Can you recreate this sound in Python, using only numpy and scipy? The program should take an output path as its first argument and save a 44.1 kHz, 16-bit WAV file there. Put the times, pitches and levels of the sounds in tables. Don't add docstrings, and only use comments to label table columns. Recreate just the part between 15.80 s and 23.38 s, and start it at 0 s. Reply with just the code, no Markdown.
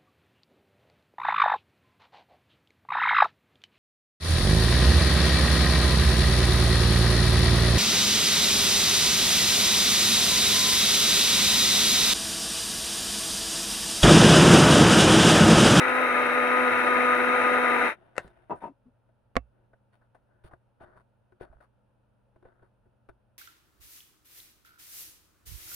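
import sys
import numpy as np
from scipy import signal
from scipy.fft import rfft, irfft
from scipy.io import wavfile

SR = 44100
rng = np.random.default_rng(int(sys.argv[2]) if len(sys.argv) > 2 else 0)


def put_to_file(sound):
    columns = np.atleast_2d(sound).T
    safe = np.clip(columns, -1, 1)
    whole_steps = np.round(safe * 32767)
    wavfile.write(sys.argv[1], SR, whole_steps.astype(np.int16))


N = 334278
T = np.arange(N) / SR

# freq_hz, density_db_per_hz
ROOM_SPECTRUM = [(15, -28.5), (48, -8), (80, -12), (115, -8.5), (160, -21), (205, -14), (300, -21.5),
                 (400, -24), (560, -17), (740, -24.5), (900, -21.5), (1130, -31.5), (1400, -26.5),
                 (2100, -43), (2600, -38.5), (4000, -48.5), (7500, -59.5), (9800, -48), (12500, -61.5),
                 (15000, -64)]
# freq_hz, level_db
HUM_TONES = [(120, -72.5), (202, -85)]
AIR_DB = -70
EDGE_HZ = 15800

# time_s, speed_turns_per_s
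SHAFT_SPEED = [(0.0, 252.6), (0.12, 250.7), (0.2, 254.4), (0.3, 244.2), (0.34, 246.5), (0.44, 247.7),
               (0.49, 244.1), (0.59, 250.0), (0.64, 246.4), (0.83, 250.7), (0.94, 245.7), (1.1, 248.5),
               (1.32, 248.8), (1.37, 246.1), (1.48, 248.1), (1.83, 247.6), (1.88, 244.5), (2.04, 244.8)]
# level_db, pan_left_right_db, flutter_0_1
SHAFT_HARMONICS = [(-37.5, -11.5, 0.18), (-31, 1, 0.2), (-40.5, 2, 0.45), (-38.5, 9.5, 0.5),
                   (-27.5, 3.5, 0.4), (-42.5, 5.5, 0.2)]
# freq_hz, density_db_per_hz
WALL_SPECTRUM = [(20, -38), (55, -26.5), (105, -17), (155, -27.5), (275, -10.5), (360, -5.5), (520, -6),
                 (880, -7.5), (1060, -7.5), (1380, 1), (1620, -3.5), (2050, -3.5), (2550, -9), (3350, -25),
                 (3950, -26), (4550, -38), (7000, -85.5)]
# freq_hz, density_db_per_hz
SPRAY_SPECTRUM = [(3500, -30), (4600, -8), (5600, -8), (6300, -5), (6900, -11), (7350, -25), (7850, -9),
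                  (8700, -4), (9600, 2), (10400, 0), (11900, -9), (12650, -24), (13300, -13), (15800, -13)]
# freq_hz, width_hz, level_db
HOUSING_MODES = [(592.7, 23, -42.5), (658, 60, -42), (728, 72, -48), (868.5, 57, -42), (1301, 60, -44),
                 (1430, 74, -40.5), (1446.5, 17, -45), (1627, 35, -60), (1717, 12, -53.5), (1963, 43, -46),
                 (2112, 40, -42.5), (2175, 45, -44.5), (2537, 66, -45), (2680, 63, -60.5), (2860, 57, -56),
                 (2920, 60, -62), (3780, 210, -49.5), (5460, 430, -66.5), (6280, 410, -70)]
# freq_hz, pan_left_right_db
GRINDING_PAN = [(60, -1), (200, -2), (400, 3.5), (900, 5), (1400, 0.5), (2400, 9.5), (3200, 4), (3900, -5),
                (5400, 1), (6300, 5), (8000, 0), (15000, -2)]
# freq_hz, likeness_0_1
GRINDING_LIKENESS = [(100, .85), (600, .75), (1400, .7), (2300, .3), (3200, 0), (15000, 0)]
OFF_S, RUN_DOWN_S, BRAKING_POWER = 2.0348, 0.157, 3.36
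GRIND_POWER, TONE_POWER = 7, 36
COARSE_DB, COARSE_S = -7, 0.33
TONE_DB_PER_TURN_PER_S = 0.51

# start_s, level_db, tilt_db_per_octave, rattle_t60_s, pan_left_right_db
CATCH_CLICKS = [(2.356, -53, -2, 0.06, 3), (2.366, -47.5, 0.5, 0.08, 13), (2.3803, -27, 1, 0.014, 10),
                (2.392, -39, -0.5, 0.073, 2), (2.446, -48.5, -9, 0.19, 2), (2.478, -62, 3.5, 0.032, -1)]
# freq_hz, density_db_per_hz
CATCH_SPECTRUM = [(60, -39), (120, -8), (550, 7), (900, 1), (1250, 0), (1500, 6.5), (2050, 2), (2400, -13),
                  (2700, -4), (3200, -23), (3800, -16.5), (5800, -25), (8000, -22), (11000, -31),
                  (15000, -58)]
# start_s, level_db, bounce_gap_s, rattle_t60_s
LANDINGS = [(2.7067, -26.5, .0095, 0.09), (2.837, -34.5, .014, 0.077)]
LID_TOUCH_DB, BOUNCE_LOSS_DB = -10, 4
# freq_hz, density_db_per_hz
LID_SPECTRUM = [(47, -54), (80, -16.5), (333, -4), (394, -5), (465, -10), (624, -3.5), (892, -8.5),
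                (970, 5.5), (1050, -15.5), (1270, -11), (1380, -22.5), (2650, -40), (4570, -60.5),
                (12000, -73), (15600, -103), (22000, -120)]
# freq_hz, level_re_blow_db, t60_s
LID_RING_MODES = [(970, -26, .15), (2650, -31, 0.096)]
# start_s, length_s, level_db, pitch_hz
RIM_WOBBLES = [(2.816, 0.077, -40.5, 918), (2.885, 0.047, -51.5, 280), (3.055, 0.053, -55.5, 243)]

# start_s, level_db, tilt_db_per_octave, rattle_t60_s, pan_left_right_db
COUNTER_BUMPS = [(3.5555, -41, 2.5, 0.08, -3.5), (3.5667, -22, 2.24, 0.0089, -8),
                 (3.5712, -33, -1.5, 0.015, -4), (3.579, -46, 1, .03, -1.5)]
# freq_hz, density_db_per_hz
COUNTER_SPECTRUM = [(50, -11), (110, -4.5), (280, 4), (400, -6), (520, 2), (720, 3.5), (930, -13.5),
                    (1150, 0.5), (1500, -7), (2200, -9), (2900, -23), (5800, -38.5), (13000, -53),
                    (15000, -65)]
# freq_hz, level_re_blow_db, t60_s
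BASE_RING_MODES = [(260, -5, 0.049), (529, -1, .045), (704, 0.5, .04), (1123, -5.5, 0.033),
                   (2670, -39.5, 0.12)]
# start_s, level_db
LEANS = [(2.446, -51), (5.7, -49.5), (5.758, -52), (7.297, -54)]
BOUNCE_HZ, BOUNCE_T60_S, TILT_HZ, TILT_T60_S = 57, 0.22, 105, 0.11

# freq_hz, density_db_per_hz
CUP_SPECTRUM = [(60, -3), (200, -8.5), (350, -3.5), (800, -4.5), (1100, -8.5), (1800, -11), (2250, -22),
                (3600, -34), (5200, -39.5), (7500, -49), (9700, -30), (12000, -53), (15000, -44)]
# freq_hz, width_hz, lift_db
CUP_RING_MODES = [(359, 26, 9), (653, 90, 8), (937, 24, 4.5), (1495, 98, 7), (3640, 67, 12.5),
                  (4400, 44, -13)]
# start_s, level_db, tilt_db_per_octave, rattle_t60_s, focus_hz, metal_ring_db
TAPS = [(3.29, -66, -1.5, 0.037, 600, -76), (3.933, -57, -1.5, 0.044, 1550, -65),
        (4.214, -64.5, -1.5, 0.055, 1550, -74), (4.348, -54.5, 1, 0.092, 830, -59),
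        (4.645, -49.5, -8.5, 0.064, 380, -66), (4.712, -54, -0.5, 0.11, 910, -66),
        (4.734, -48.5, -2, 0.025, 1390, -70), (5.007, -52.5, -2, 0.094, 710, -70),
        (5.02, -50.5, 1, 0.12, 816, -63), (5.165, -58, -5, 0.1, 1450, -58),
        (5.522, -59, 0, 0.034, 363, -68), (5.6101, -41, -1, 0.013, 470, -48),
        (5.625, -47, -0.5, 0.11, 600, -57), (5.727, -55.5, -0.5, 0.064, 627, -66),
        (5.805, -58, 0.5, .08, 640, -74), (6.56, -57, -1.5, 0.042, 352, -69),
        (6.626, -57, -1.5, 0.028, 368, -70.5), (6.652, -50.5, -3.5, 0.048, 560, -61.5),
        (6.823, -56, -4, 0.085, 417, -67), (7.057, -61.5, -5.5, 0.097, 250, -76),
        (7.2891, -48, 0, 0.045, 343, -44)]
# freq_hz, level_re_ring_db, t60_s
METAL_MODES = [(1495, -9, 0.078), (2350, -13.5, 0.025), (3530, -35, 0.075), (4430, -43, .1)]
HEAVY_TAP_DB = 1.2
# start_s, length_s, dig_db, dig_tilt_db_per_octave, drag_db, lift_db
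FLOUR_SCOOPS = [(4.123, .16, -69, 2.5, -80, -76), (4.637, .14, -60, 4, -65, -73),
                (4.999, 0.233, -56.5, -1, -58.5, -63.5), (5.598, 0.274, -51, 0.5, -67.5, -62.5),
                (6.641, 0.25, -60, -2.5, -68, -71)]
DIG_S, LIFT_S = 0.061, 0.071
DIG_HZ, DRAG_HZ, LIFT_HZ = 3080, 1400, 1150
DRAG_TILT_DB_PER_OCTAVE, LIFT_TILT_DB_PER_OCTAVE = -1.5, 2.5
SING_HZ, SING_WIDTH_HZ = 4440, 52
# start_s, length_s, level_db, tilt_db_per_octave, focus_hz
FINGER_RUBS = [(2.12, 0.41, -62.5, -0.5, 3000), (2.387, .14, -57.5, 2, 3700), (2.49, 0.28, -65, 0.5, 2800),
               (2.752, 0.058, -56, 0, 9000), (2.803, 0.1, -53, 1.5, 2650), (3.715, 0.22, -71, -3.5, 3000),
               (4.465, 0.24, -71.5, -3, 1580)]


def amp(db):
    return 10 ** (np.asarray(db) / 20)


def unit(x):
    return x / np.sqrt(np.mean(abs(x) ** 2) + 1e-20)


def curve(rows):
    return np.interp(T, *np.transpose(rows))


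def read(points, hz):
    f, value = np.transpose(points)
    return np.interp(np.log(hz + 1), np.log(f + 1), value)


def sides(db):
    return amp(np.array([[0.5], [-0.5]]) * db)


def add(mix, start_s, sound):
    part = mix[:, round(start_s * SR):][:, :sound.shape[1]]
    part += sound[:, :part.shape[1]]


def wander(rate_hz):
    hz = np.fft.rfftfreq(N, 1 / SR)
    spectrum = rfft(rng.standard_normal(N))
    return unit(irfft(spectrum / (1 + (hz / rate_hz) ** 2), N))


def colour(x, spectrum, tilt_db=0, size=4096):
    hz = abs(np.fft.fftfreq(size, 1 / SR))
    octaves = np.log2(np.clip(hz, 150, 8000) / 1000)
    log_gain = np.log(amp(read(spectrum, hz) + tilt_db * octaves) + 1e-6)
    response = np.exp(signal.hilbert(log_gain).conj())
    impulse = np.fft.ifft(response).real[:size // 2]
    return signal.oaconvolve(x, impulse[None], axes=1)[:, :x.shape[1]]


def grains(count, per_s, spread_db):
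    hit = rng.random((2, count)) < per_s / SR
    strength = rng.standard_normal((2, count))
    size = np.minimum(rng.exponential(1, (2, count)), 4)
    return unit(hit * strength * amp(spread_db * size))


def pair(x, same):
    same = np.clip(same, -1, 1)
    return np.array([x[0], same * x[0] + np.sqrt(1 - same ** 2) * x[1]])


def stroke(length_s):
    return np.sin(np.pi * np.linspace(0, 1, round(length_s * SR)) ** 0.59).clip(0)


def ringing(hz, t60_s):
    t = np.arange(SR // 2) / SR
    return np.sin(2 * np.pi * hz * t) * np.exp(-np.log(1000) * t / t60_s)


def struck(blows, modes, pan_db):
    out = np.zeros((2, N))
    ring = sides(pan_db) * sum(amp(db) * ringing(hz, t60_s) for hz, db, t60_s in modes)
    for start_s, db, *_ in blows:
        add(out, start_s, amp(db) * ring)
    return out


def knocks(rows, spectrum, rattle, same, rise_s=0.0012):
    out = np.zeros((2, N))
    t = np.arange(SR // 5) / SR
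    for start_s, db, tilt_db, t60_s, pan_db in rows:
        push = pair(rng.standard_normal((2, len(t))), same) * amp(-60 * t / t60_s)
        push *= 1 - np.exp(-t / rise_s)
        push *= rattle / np.linalg.norm(push[0])
        push[:, 0] += 1
        blow = colour(push, spectrum, tilt_db)
        blow /= np.sqrt(np.sum(blow ** 2) / (2 * SR / 100))
        add(out, start_s, amp(db) * sides(pan_db) * blow)
    return out


def background(hum_drift_rad=0.33):
    air = unit(colour(pair(rng.standard_normal((2, N)), same=0.36), ROOM_SPECTRUM))
    hum = 0
    for hz, db in HUM_TONES:
        phase = 2 * np.pi * hz * T + hum_drift_rad * wander(rate_hz=3)
        hum = hum + np.sqrt(2) * amp(db) * np.sin(phase)
    return amp(AIR_DB) * air + hum


def kitchen(x, wet_db=-28, t60_s=0.051):
    t = np.arange(SR // 2) / SR
    tail = rng.standard_normal((2, len(t))) * np.exp(-np.log(1000) * t / t60_s) * (t > 0.004)
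    tail = signal.lfilter(*signal.butter(1, 4000, fs=SR), tail)
    tail /= np.linalg.norm(tail[0])
    return x + amp(wet_db) * signal.fftconvolve(x, tail, axes=1)[:, :N]


def ports(x, lag_s=0.00006, shadow_hz=2500):
    hz = np.fft.rfftfreq(N, 1 / SR)
    delay_s = lag_s / (1 + (hz / shadow_hz) ** 4)
    return np.array([x[0], irfft(rfft(x[1]) * np.exp(-2j * np.pi * hz * delay_s), N)])


def rocking(blows, bounce_db, tilt_db):
    modes = [(BOUNCE_HZ, bounce_db, BOUNCE_T60_S), (TILT_HZ, tilt_db, TILT_T60_S)]
    return struck(blows, modes, pan_db=-8)


def cup(focus_hz, focus_db=8, width_octaves=0.31):
    hz = np.geomspace(40, 16000, 900)
    modes_db = sum(db / (1 + (2 * (hz - f) / width_hz) ** 2) for f, width_hz, db in CUP_RING_MODES)
    lift_db = focus_db * np.exp(-0.5 * (np.log2(hz / focus_hz) / width_octaves) ** 2)
    return np.column_stack([hz, read(CUP_SPECTRUM, hz) + modes_db + lift_db])


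def slipping(moves, per_s, spread_db, clump_db):
    slips = pair(grains(N, per_s, spread_db), same=0.23) * amp(clump_db * wander(rate_hz=49))
    out = np.zeros((2, N))
    for start_s, length_s, db, tilt_db, focus_hz in moves:
        swell = stroke(length_s)
        part = slips[:, round(start_s * SR):][:, :len(swell)]
        crunch = unit(colour(part, cup(focus_hz), tilt_db))
        add(out, start_s, amp(db) * swell * crunch)
    return out * sides(db=3.5)


def fingers():
    return slipping(FINGER_RUBS, per_s=5900, spread_db=0.5, clump_db=1.0)


def scooping(sing_db=15):
    moves = []
    for start_s, length_s, dig_db, dig_tilt_db, drag_db, lift_db in FLOUR_SCOOPS:
        lift_start_s = start_s + length_s - LIFT_S
        moves += [(start_s, DIG_S, dig_db, dig_tilt_db, DIG_HZ),
                  (start_s, length_s, drag_db, DRAG_TILT_DB_PER_OCTAVE, DRAG_HZ),
                  (lift_start_s, LIFT_S, lift_db, LIFT_TILT_DB_PER_OCTAVE, LIFT_HZ)]
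    crunch = slipping(moves, per_s=1500, spread_db=1.0, clump_db=2.0)
    singing = signal.lfilter(*signal.iirpeak(SING_HZ, SING_HZ / SING_WIDTH_HZ, SR), crunch)
    return crunch + amp(sing_db) * singing


def spoon(rattle=3.2, chatter=0.64, pan_db=4):
    taps = np.zeros((2, N))
    for start_s, db, tilt_db, t60_s, focus_hz, _ in TAPS:
        row = (start_s, db, tilt_db, t60_s, pan_db)
        taps += knocks([row], cup(focus_hz), rattle, same=0.56, rise_s=0.0018)
    rings = [(start_s, ring_db) for start_s, *_, ring_db in TAPS]
    metal = struck(rings, METAL_MODES, pan_db=5) * (1 + chatter * wander(rate_hz=160))
    pushes = [(start_s, db - HEAVY_TAP_DB * tilt_db) for start_s, db, tilt_db, *_ in TAPS]
    return taps + metal + rocking(pushes, bounce_db=-15, tilt_db=-10)


def counter_bump():
    blows = knocks(COUNTER_BUMPS, COUNTER_SPECTRUM, rattle=1.138, same=0.22)
    base = struck(COUNTER_BUMPS, BASE_RING_MODES, pan_db=-5)
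    return blows + base + rocking(COUNTER_BUMPS, bounce_db=-9, tilt_db=-7.5)


def wobbles(rough=0.38):
    out = np.zeros((2, N))
    for start_s, length_s, db, hz in RIM_WOBBLES:
        swell = stroke(length_s)
        level = 1 + rough * wander(rate_hz=270)
        ring = unit(level * np.sin(2 * np.pi * hz * T + rough * wander(rate_hz=60)))
        add(out, start_s, amp(db) * sides(db=3.5) * swell * ring[:len(swell)])
    return out


def lid_landing(tilt_db=-0.3, pan_db=3, count=4):
    blows = []
    for start_s, db, gap_s, t60_s in LANDINGS:
        blows.append((start_s - gap_s, db + LID_TOUCH_DB, tilt_db, t60_s, pan_db))
        for k in range(count):
            blows.append((start_s + k * gap_s, db - k * BOUNCE_LOSS_DB, tilt_db, t60_s, pan_db))
    impacts = knocks(blows, LID_SPECTRUM, rattle=2.3, same=0.53)
    return impacts + struck(blows, LID_RING_MODES, pan_db) + wobbles()


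def lid_clicks():
    snaps = knocks(CATCH_CLICKS, CATCH_SPECTRUM, rattle=1.0, same=1.0)
    return snaps + rocking(CATCH_CLICKS, bounce_db=-25, tilt_db=-20)


def run_down():
    return 1 - np.clip((T - OFF_S) / RUN_DOWN_S, 0, 1) ** BRAKING_POWER


def closed_cup(sound, echo=0.54, echo_s=0.0068):
    t = np.arange(SR // 20) / SR
    bounces = rng.standard_normal(len(t)) * np.exp(-t / echo_s)
    high_pass = signal.butter(4, 2000, "high", fs=SR, output="sos")
    bounces = signal.sosfilt(high_pass, bounces / np.linalg.norm(bounces))
    return sound + echo * signal.oaconvolve(sound, bounces[None], axes=1)[:, :N]


def grinding(wall_db=-26.0, spray_db=-51.5, throb=0.12, surge_db=0.42, surge_hz=24):
    angle = 2 * np.pi * np.cumsum(curve(SHAFT_SPEED) * run_down()) / SR
    flow = (1 + throb * np.cos(angle)) * amp(surge_db * wander(surge_hz))
    wall = unit(colour(flow * grains(N, per_s=14000, spread_db=2.5), WALL_SPECTRUM))
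    spray = unit(colour(flow * grains(N, per_s=31000, spread_db=4.5), SPRAY_SPECTRUM))
    sound = closed_cup(amp(wall_db) * wall + amp(spray_db) * spray)
    strikes = flow * grains(N, per_s=6000, spread_db=0.5)
    for mode_hz, width_hz, db in HOUSING_MODES:
        mode = signal.iirpeak(mode_hz, mode_hz / width_hz, SR)
        ring = signal.lfilter(*mode, signal.lfilter(*mode, strikes))
        sound += amp(db) * unit(ring)
    hz = np.fft.rfftfreq(N, 1 / SR)
    stereo = pair(rfft(sound), read(GRINDING_LIKENESS, hz)) * sides(read(GRINDING_PAN, hz))
    return irfft(stereo, N) * run_down() ** GRIND_POWER


def motor(lead_rad=0.55, flutter_hz=14, jitter=0.002):
    driven = curve(SHAFT_SPEED)
    speed = driven * run_down() * (1 + jitter * wander(rate_hz=25))
    angle = 2 * np.pi * np.cumsum(speed) / SR
    out = np.zeros((2, N))
    for k, (db, pan_db, flutter) in enumerate(SHAFT_HARMONICS, 1):
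        drift = (wander(flutter_hz) + 1j * wander(flutter_hz)) / np.sqrt(2)
        swing = unit(1 + flutter * drift)
        wave = swing * np.exp(1j * (k * angle + 2 * np.pi * rng.random()))
        stereo = np.real([wave, wave * np.exp(-1j * lead_rad)])
        out += np.sqrt(2) * amp(db) * sides(pan_db) * stereo
    load_db = TONE_DB_PER_TURN_PER_S * (driven - driven[T < OFF_S].mean())
    tone_db = COARSE_DB * np.exp(-T / COARSE_S) + load_db
    return out * amp(tone_db) * run_down() ** TONE_POWER


def scene():
    handling = fingers() + rocking(LEANS, bounce_db=1, tilt_db=-15)
    lid = lid_clicks() + lid_landing()
    near = handling + scooping() + spoon() + lid + grinding() + motor()
    return background() + kitchen(ports(near) + counter_bump())


def record(dry):
    flattened = dry / (1 + (dry / 0.42) ** 8) ** (1 / 8)
    low_pass = signal.firwin(511, EDGE_HZ, window=("kaiser", 9), fs=SR)
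    return signal.oaconvolve(flattened, low_pass[None], "same")


dry = scene()
out = record(dry)
put_to_file(out)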